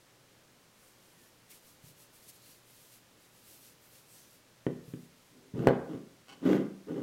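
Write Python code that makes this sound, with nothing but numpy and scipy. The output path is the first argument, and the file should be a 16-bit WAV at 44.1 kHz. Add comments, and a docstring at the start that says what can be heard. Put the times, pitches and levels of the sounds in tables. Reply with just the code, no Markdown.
"""Skin hisses softly on rough rock as a hand turns a fist-sized stone, over faint room air and hum.
A fingertip squeaks and the stone pats the palm. It is set on a countertop, rocked onto its flat side
with a sharp knock that overloads the microphone, then pushed round in two scrapes as a fingernail
drags over it. Knocks boom in the hollow counter and stick-slip makes it growl; the contacts echo
off the near walls and ring in a small room."""
import sys
import numpy as np
from scipy import signal
from scipy.fft import rfft, irfft
from scipy.io import wavfile

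SR = 44100
rng = np.random.default_rng(int(sys.argv[2]) if len(sys.argv) > 2 else 0)


def transcribe(signal):
    """Save signal, clipped to [-1, 1], as a 16-bit WAV file at the path in sys.argv[1]."""
    frames = np.atleast_2d(signal).T
    limited = np.clip(frames, -1, 1)
    pcm = np.round(limited * 32767).astype(np.int16)
    wavfile.write(sys.argv[1], SR, pcm)


N = 309582
TIME = np.arange(N) / SR
TOP_HZ = 15800

# tone of the room air: (frequency [Hz], level [dB])
AIR_EQ = [(25, -8.5), (60, -10), (90, -5), (130, -1.5), (200, -2.5), (420, -5), (540, -4), (680, -9),
          (1500, -10.5), (3000, -13), (6000, -15.5), (10000, -20), (15500, -24.5)]
# skin strokes as the fingers turn the stone and shift grip: (middle [s], length [s], peak level [dB])
FINGER_STROKES = [(.86, 0.21, -66), (1.08, .28, -68), (1.238, 0.17, -65.5), (1.513, 0.032, -54),
                  (1.542, 0.11, -57.5), (1.688, .16, -61.5), (1.878, 0.12, -58.5), (2.017, 0.11, -59),
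                  (2.16, 0.082, -60.5), (2.263, 0.17, -60), (2.296, 0.033, -50.5), (2.355, 0.065, -60),
                  (2.492, 0.21, -59), (2.717, 0.16, -63), (2.833, 0.29, -61.5), (2.942, .1, -58),
                  (3.24, 0.13, -66.5), (3.37, .12, -64.5), (3.513, 0.2, -57.5), (3.659, 0.17, -58),
                  (3.85, .09, -65), (3.96, 0.15, -59.5), (4.167, .24, -59.5), (4.33, 0.15, -63),
                  (4.902, 0.16, -64.5), (5.026, 0.15, -67.5), (5.24, 0.37, -72)]
# tone of skin on rock: (frequency [Hz], level [dB])
SKIN_EQ = [(880, -28), (1500, -14), (2670, -3), (3720, -4), (4310, -2.5), (5090, -3), (11000, -0.5),
           (13000, -1), (15500, -6)]
# gaps between fingers and stone colour the hiss: (time [s], level [dB], half length [s], centre [Hz])
FINGER_GAPS = [(0.852, -73, .05, 8350), (1.521, -65.5, 0.019, 2200), (2.46, -68, .08, 4300),
               (3.55, -67, .07, 13000), (3.87, -68, 0.05, 13700), (4.14, -64, 0.037, 8340),
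               (4.219, -66.5, 0.057, 6000)]
# the stone drops against the palm: (time [s], level [dB])
PALM_PATS = [(1.84, -10), (1.872, -18)]
# tone of the palm: (frequency [Hz], level [dB])
PALM_EQ = [(30, -12), (80, 1), (150, 3), (250, -10), (600, -26), (3000, -47)]
# slaps off the near walls: (delay [s], level [dB])
WALL_ECHOES = [(.0072, -9), (.0130, -14), (.0226, -14), (.0312, -17), (.0372, -16.5)]
# long ring of the counter and its cabinet: (frequency [Hz], level over the direct sound [dB], t60 [s])
CABINET_MODES = [(131.3, 7, 0.37), (162, 9.5, 0.48), (193.2, 7.5, 0.69), (248.1, 9, 0.58),
                 (266.6, 0.5, 0.71), (398, -3, 0.77), (453, 2.5, 0.74), (538, 4, .65), (668, 1, 0.77),
                 (745, -6.5, 0.96), (803, 6, .55), (1179, 7, 0.22), (1466, 7, 0.11), (2060, -8, .15)]
# bands of the diffuse room tail: (frequency [Hz], starting level [dB], t60 [s])
ROOM_TAIL = [(100, -39.5, 0.66), (252, -33.5, 0.43), (596, -38, 0.5), (1410, -36.5, 0.53),
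             (3000, -37, 0.39), (6050, -35, 0.18), (14100, -39, 0.16)]
# stone meets counter; a higher corner is harder: (time [s], force [dB], corner [Hz], crunch send [dB])
STONE_KNOCKS = [(4.666, 21, 386, -18), (4.879, 7.5, 160, -37), (4.9368, 13, 300, -19.5),
                (5.5388, 14.5, 246, -29), (5.548, 17, 181, -29), (5.592, 21.5, 181, -21),
                (5.671, 29.5, 980, -13.5), (5.6856, 12, 650, -4.5), (5.945, 11, 161, -39),
                (6.4657, 5, 420, -3), (6.5313, 13, 450, -4)]
# the counter's answer to a tap: (frequency [Hz], level [dB])
COUNTER_EQ = [(30, -35), (75, -14), (120, -6.5), (220, -6), (330, -2.5), (470, 1.5), (640, -5),
              (1000, -9.5), (1550, -6.5), (2300, -13.5), (3000, -11.5), (4000, -16.5), (5200, -26),
              (8000, -22.5), (11000, -28), (14500, -17)]
# pushes that slide the stone: (start [s], attack [s], hold [s], release t60 [s], judder [dB], grit [dB])
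PUSHES = [(5.298, 0.037, 0.18, .1, -67.5, -88), (5.526, 0.07, 0.073, .03, -35.5, -55.5),
          (5.862, 0.036, 0.07, 0.11, -41.5, -60), (6.27, 0.052, .03, .3, -60, -68),
          (6.409, 0.061, 0.089, 0.27, -27, -44.5), (6.858, 0.034, .125, .1, -39, -58.5)]
# low growl of the slide: (frequency [Hz], level [dB])
JUDDER_EQ = [(40, -60), (85, -16), (130, -10.5), (190, -2.5), (280, 1.5), (420, -3), (560, -13),
             (800, -27.5), (1500, -39), (4000, -72)]
# gritty top of the slide: (frequency [Hz], level [dB])
GRIT_EQ = [(300, -19), (700, 6), (950, 2.5), (1200, 4), (1650, -4), (2050, 0.5), (2400, -10), (2900, -3.5),
           (3600, -9), (4100, -14), (7000, -17.5), (9800, -26.5), (12300, -20.5), (15500, -27)]
# a fingernail drags over the stone: (start [s], attack [s], hold [s], release t60 [s])
NAIL_MOVE = (6.268, .015, .05, 0.043)
# the nail's hardest catches: (time [s], level [dB])
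NAIL_TICKS = [(6.296, -24.5), (6.3262, -25), (6.332, -28)]
# tone of nail on stone: (frequency [Hz], level [dB])
NAIL_EQ = [(40, -34), (300, -8), (1000, 1), (1500, -8), (2550, -7), (2980, 1.5), (3450, -6.5), (4200, -3),
           (6000, -12), (8000, -13), (10000, -24), (15000, -27)]


def amp(db):
    """Decibels to gain."""
    return 10 ** (np.asarray(db) / 20)


def unit(x):
    """Scale to rms 1."""
    return x / np.sqrt(np.mean(x ** 2))


def add(out, s, sound):
    """Mix a short sound in at time s."""
    part = out[int(s * SR):][:len(sound)]
    part += sound[:len(part)]


def convolve(x, response):
    """Pass a sound through an impulse response."""
    return signal.oaconvolve(x, response)[:len(x)]


def eq(x, curve, size=4096):
    """Minimum-phase EQ through the points (frequency [Hz], level [dB])."""
    hz, db = np.transpose(curve)
    bin_hz = np.maximum(np.fft.rfftfreq(size, 1 / SR), 1)
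    gain = amp(np.interp(np.log(bin_hz), np.log(hz), db))
    cepstrum = irfft(np.log(gain))
    cepstrum[1:size // 2] *= 2
    cepstrum[size // 2 + 1:] = 0
    return convolve(x, irfft(np.exp(rfft(cepstrum))))


def butter(x, hz, kind="low", order=2):
    """Gentle low-pass or high-pass."""
    sections = signal.butter(order, min(hz, TOP_HZ), kind, fs=SR, output="sos")
    return signal.sosfilt(sections, x + 1e-18)


def taps(rows, size=N):
    """One impulse for each row of (time [s], level [dB])."""
    s, db = np.transpose(rows)
    return np.bincount(np.abs(s * SR).astype(int), amp(db), size)[:size]


def background(air_db=-63, hum_db=-76.5, hum_hz=119):
    """A quiet bed of room air, microphone hiss and faint appliance hum."""
    air = unit(eq(rng.standard_normal(N), AIR_EQ))
    hum = unit(np.sin(2 * np.pi * hum_hz * TIME))
    return amp(air_db) * air + amp(hum_db) * hum


def grains(rate_hz, spread_db):
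    """Random tiny impacts of uneven size."""
    hits = rng.random(N) < rate_hz / SR
    sizes = amp(spread_db * rng.standard_normal(N).clip(-2, 2))
    return hits * sizes * rng.choice([-1, 1], N)


def stroke(middle, length, edge_db=-12):
    """Speed of a finger stroke: a smooth swell, down to edge_db half a length from its middle."""
    return amp(np.maximum(edge_db * (2 * (TIME - middle) / length) ** 2, -200))


def hand(flesh_db=-15.5, gap_q=8):
    """Skin hisses over the rock's fine grain, louder as it slides faster; the flesh rumbles with it."""
    moves = [*FINGER_STROKES, (2.5, 6.3, -75)]  # one long, light touch while the stone turns
    speed = np.sqrt(sum((amp(db) * stroke(s, length)) ** 2 for s, length, db in moves))
    friction = eq(grains(rate_hz=9000, spread_db=1), SKIN_EQ)
    hiss = unit(butter(friction, 1800, "high"))
    flesh = unit(butter(butter(rng.standard_normal(N), 420), 170, "high"))
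    out = speed * (hiss + amp(flesh_db) * flesh)
    for s, db, half_length, hz in FINGER_GAPS:
        swell = signal.windows.gaussian(int(6 * half_length * SR), half_length * SR)
        hollow = signal.lfilter(*signal.iirpeak(hz, gap_q, fs=SR), rng.standard_normal(len(swell)))
        add(out, s - len(swell) / 2 / SR, amp(db) * swell * unit(hollow))
    return out


def squeak(middle_s=1.2, length_s=0.2, db=-72.5, start_hz=2500, end_hz=1700, settle_s=0.055):
    """A fingertip sticks and slips on a smooth patch: a faint, unsteady tone that falls as it slows."""
    t = np.maximum(TIME - middle_s + length_s / 2, 0)
    glide_hz = end_hz + (start_hz - end_hz) * np.exp(-t / settle_s)
    waver = 1 + 0.012 * unit(butter(rng.standard_normal(N), 150))
    tone = unit(np.sin(2 * np.pi * np.cumsum(glide_hz * waver) / SR))
    return amp(db) * stroke(middle_s, length_s) * tone


def pats():
    """The stone drops into the soft palm with a dull double pat."""
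    return eq(taps(PALM_PATS), PALM_EQ)


def room(x, echo_top_hz=1300, build_up_s=0.0056, size=44100):
    """Direct sound, dull echoes off the near walls, the ring of counter and cabinet, a diffuse tail."""
    t = TIME[:size]
    response = butter(taps(WALL_ECHOES, size), echo_top_hz)
    response[0] += 1  # direct sound
    for hz, db, t60 in CABINET_MODES:
        decay = np.log(1000) / t60
        response += amp(db) * 2 * decay / SR * np.exp(-decay * t) * np.cos(2 * np.pi * hz * t)
    noise_spectrum = rfft(rng.standard_normal(size))
    log_hz = np.log(np.maximum(np.fft.rfftfreq(size, 1 / SR), 1))
    log_centres = np.log([row[0] for row in ROOM_TAIL])
    build_up = 1 - np.exp(-(t / build_up_s) ** 2)
    for band, (_, db, t60) in zip(np.eye(len(ROOM_TAIL)), ROOM_TAIL):
        tail = irfft(noise_spectrum * np.interp(log_hz, log_centres, band), size)
        response += amp(db) * tail * build_up * np.exp(-np.log(1000) * t / t60)
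    return convolve(x, response)


def knocks(crunch_s=0.0031, crunch_top_ratio=3.6, size=2048):
    """Each blow drives the counter with a rounded thump of the stone's weight and a crunch of grit."""
    force = np.zeros(N)
    for s, db, corner_hz, crunch_db in STONE_KNOCKS:
        thump = butter(signal.unit_impulse(size), corner_hz, order=4)
        burst = rng.standard_normal(size) * np.exp(-(TIME[:size] / crunch_s) ** 2)
        crunch = butter(burst / np.linalg.norm(burst), corner_hz, "high")
        crunch = butter(crunch, crunch_top_ratio * corner_hz, order=1)  # softer contact, duller crunch
        add(force, s, amp(db) * (thump + amp(crunch_db) * crunch))
    return eq(force, COUNTER_EQ)


def stick_slip(rate_hz, jitter, spread_db, count=6000):
    """A sliding contact catches and lets go at uneven intervals, one impulse a slip."""
    gap, size = rng.standard_normal((count, 2)).T
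    times = np.cumsum(np.exp(jitter * gap)) / rate_hz
    slips = np.column_stack([times, spread_db * size.clip(-2, 2)])
    return taps(slips[times < TIME[-1]])


def push_speed(start, attack, hold, release, curve=1.4):
    """Speed of a push: it builds up, holds, and dies away under friction."""
    t = TIME - start
    rise = np.clip(t / attack, 0, 1) ** curve
    return rise * np.exp(-np.log(1000) * np.maximum(t - attack - hold, 0) / release)


def scrapes(bite_db=2, bite_s=0.0015, grit_power=0.95):
    """Stick-slip makes the counter growl; grit crunches under the stone, hardest just after each slip."""
    slips = stick_slip(rate_hz=260, jitter=0.6, spread_db=2)
    judder = unit(eq(slips - slips.mean(), JUDDER_EQ))
    bite = 1 + amp(bite_db) * signal.lfilter([1], [1, -np.exp(-1 / (bite_s * SR))], slips)
    grit = unit(eq(bite * grains(rate_hz=7000, spread_db=2), GRIT_EQ))
    out = np.zeros(N)
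    for start, attack, hold, release, judder_db, grit_db in PUSHES:
        speed = push_speed(start, attack, hold, release)
        out += amp(judder_db) * speed * judder + amp(grit_db) * speed ** grit_power * grit
    return out


def jolt(time_s=5.671, force_db=18, low_hz=18, top_hz=55, size=8192):
    """The heaviest blow shakes the microphone's support through the counter: a deep thud."""
    thud = butter(butter(signal.unit_impulse(size), top_hz), low_hz, "high")
    out = np.zeros(N)
    add(out, time_s, amp(force_db) * thud)
    return out


def nail(drag_db=-25.5, scratch_db=-19, scratch_s=0.0031, ring_hz=3020, ring_width_hz=240, ring_db=-9):
    """The dragging nail catches unevenly; each catch ticks, scratches and briefly rings the stone."""
    speed = push_speed(*NAIL_MOVE)
    catches = amp(drag_db) * speed * stick_slip(rate_hz=140, jitter=0.36, spread_db=-2)
    t = TIME[:2048]
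    scratch = amp(scratch_db) * rng.standard_normal(len(t)) * np.exp(-t / scratch_s)
    scratch[0] = 1  # the tick that leads the scratch
    ticks = eq(convolve(catches + taps(NAIL_TICKS), scratch), NAIL_EQ)
    ring = signal.lfilter(*signal.iirpeak(ring_hz, ring_hz / ring_width_hz, fs=SR), ticks)
    return ticks + amp(ring_db) * ring


def scene():
    """Knocks, scrapes, nail and pats go through the room; jolt, skin, squeak and the bed stay dry."""
    contacts = knocks() + scrapes() + nail() + pats()
    return (room(contacts) + jolt() + hand() + squeak() + background())[None]


def record(dry):
    """The input clips flat on the hardest knock; a steep low-pass cuts the top."""
    ceiling = 0.44
    low_pass = signal.ellip(8, 0.2, 70, TOP_HZ, fs=SR, output="sos")
    return signal.sosfilt(low_pass, np.clip(dry, -ceiling, ceiling))


dry = scene()
out = record(dry)
transcribe(out)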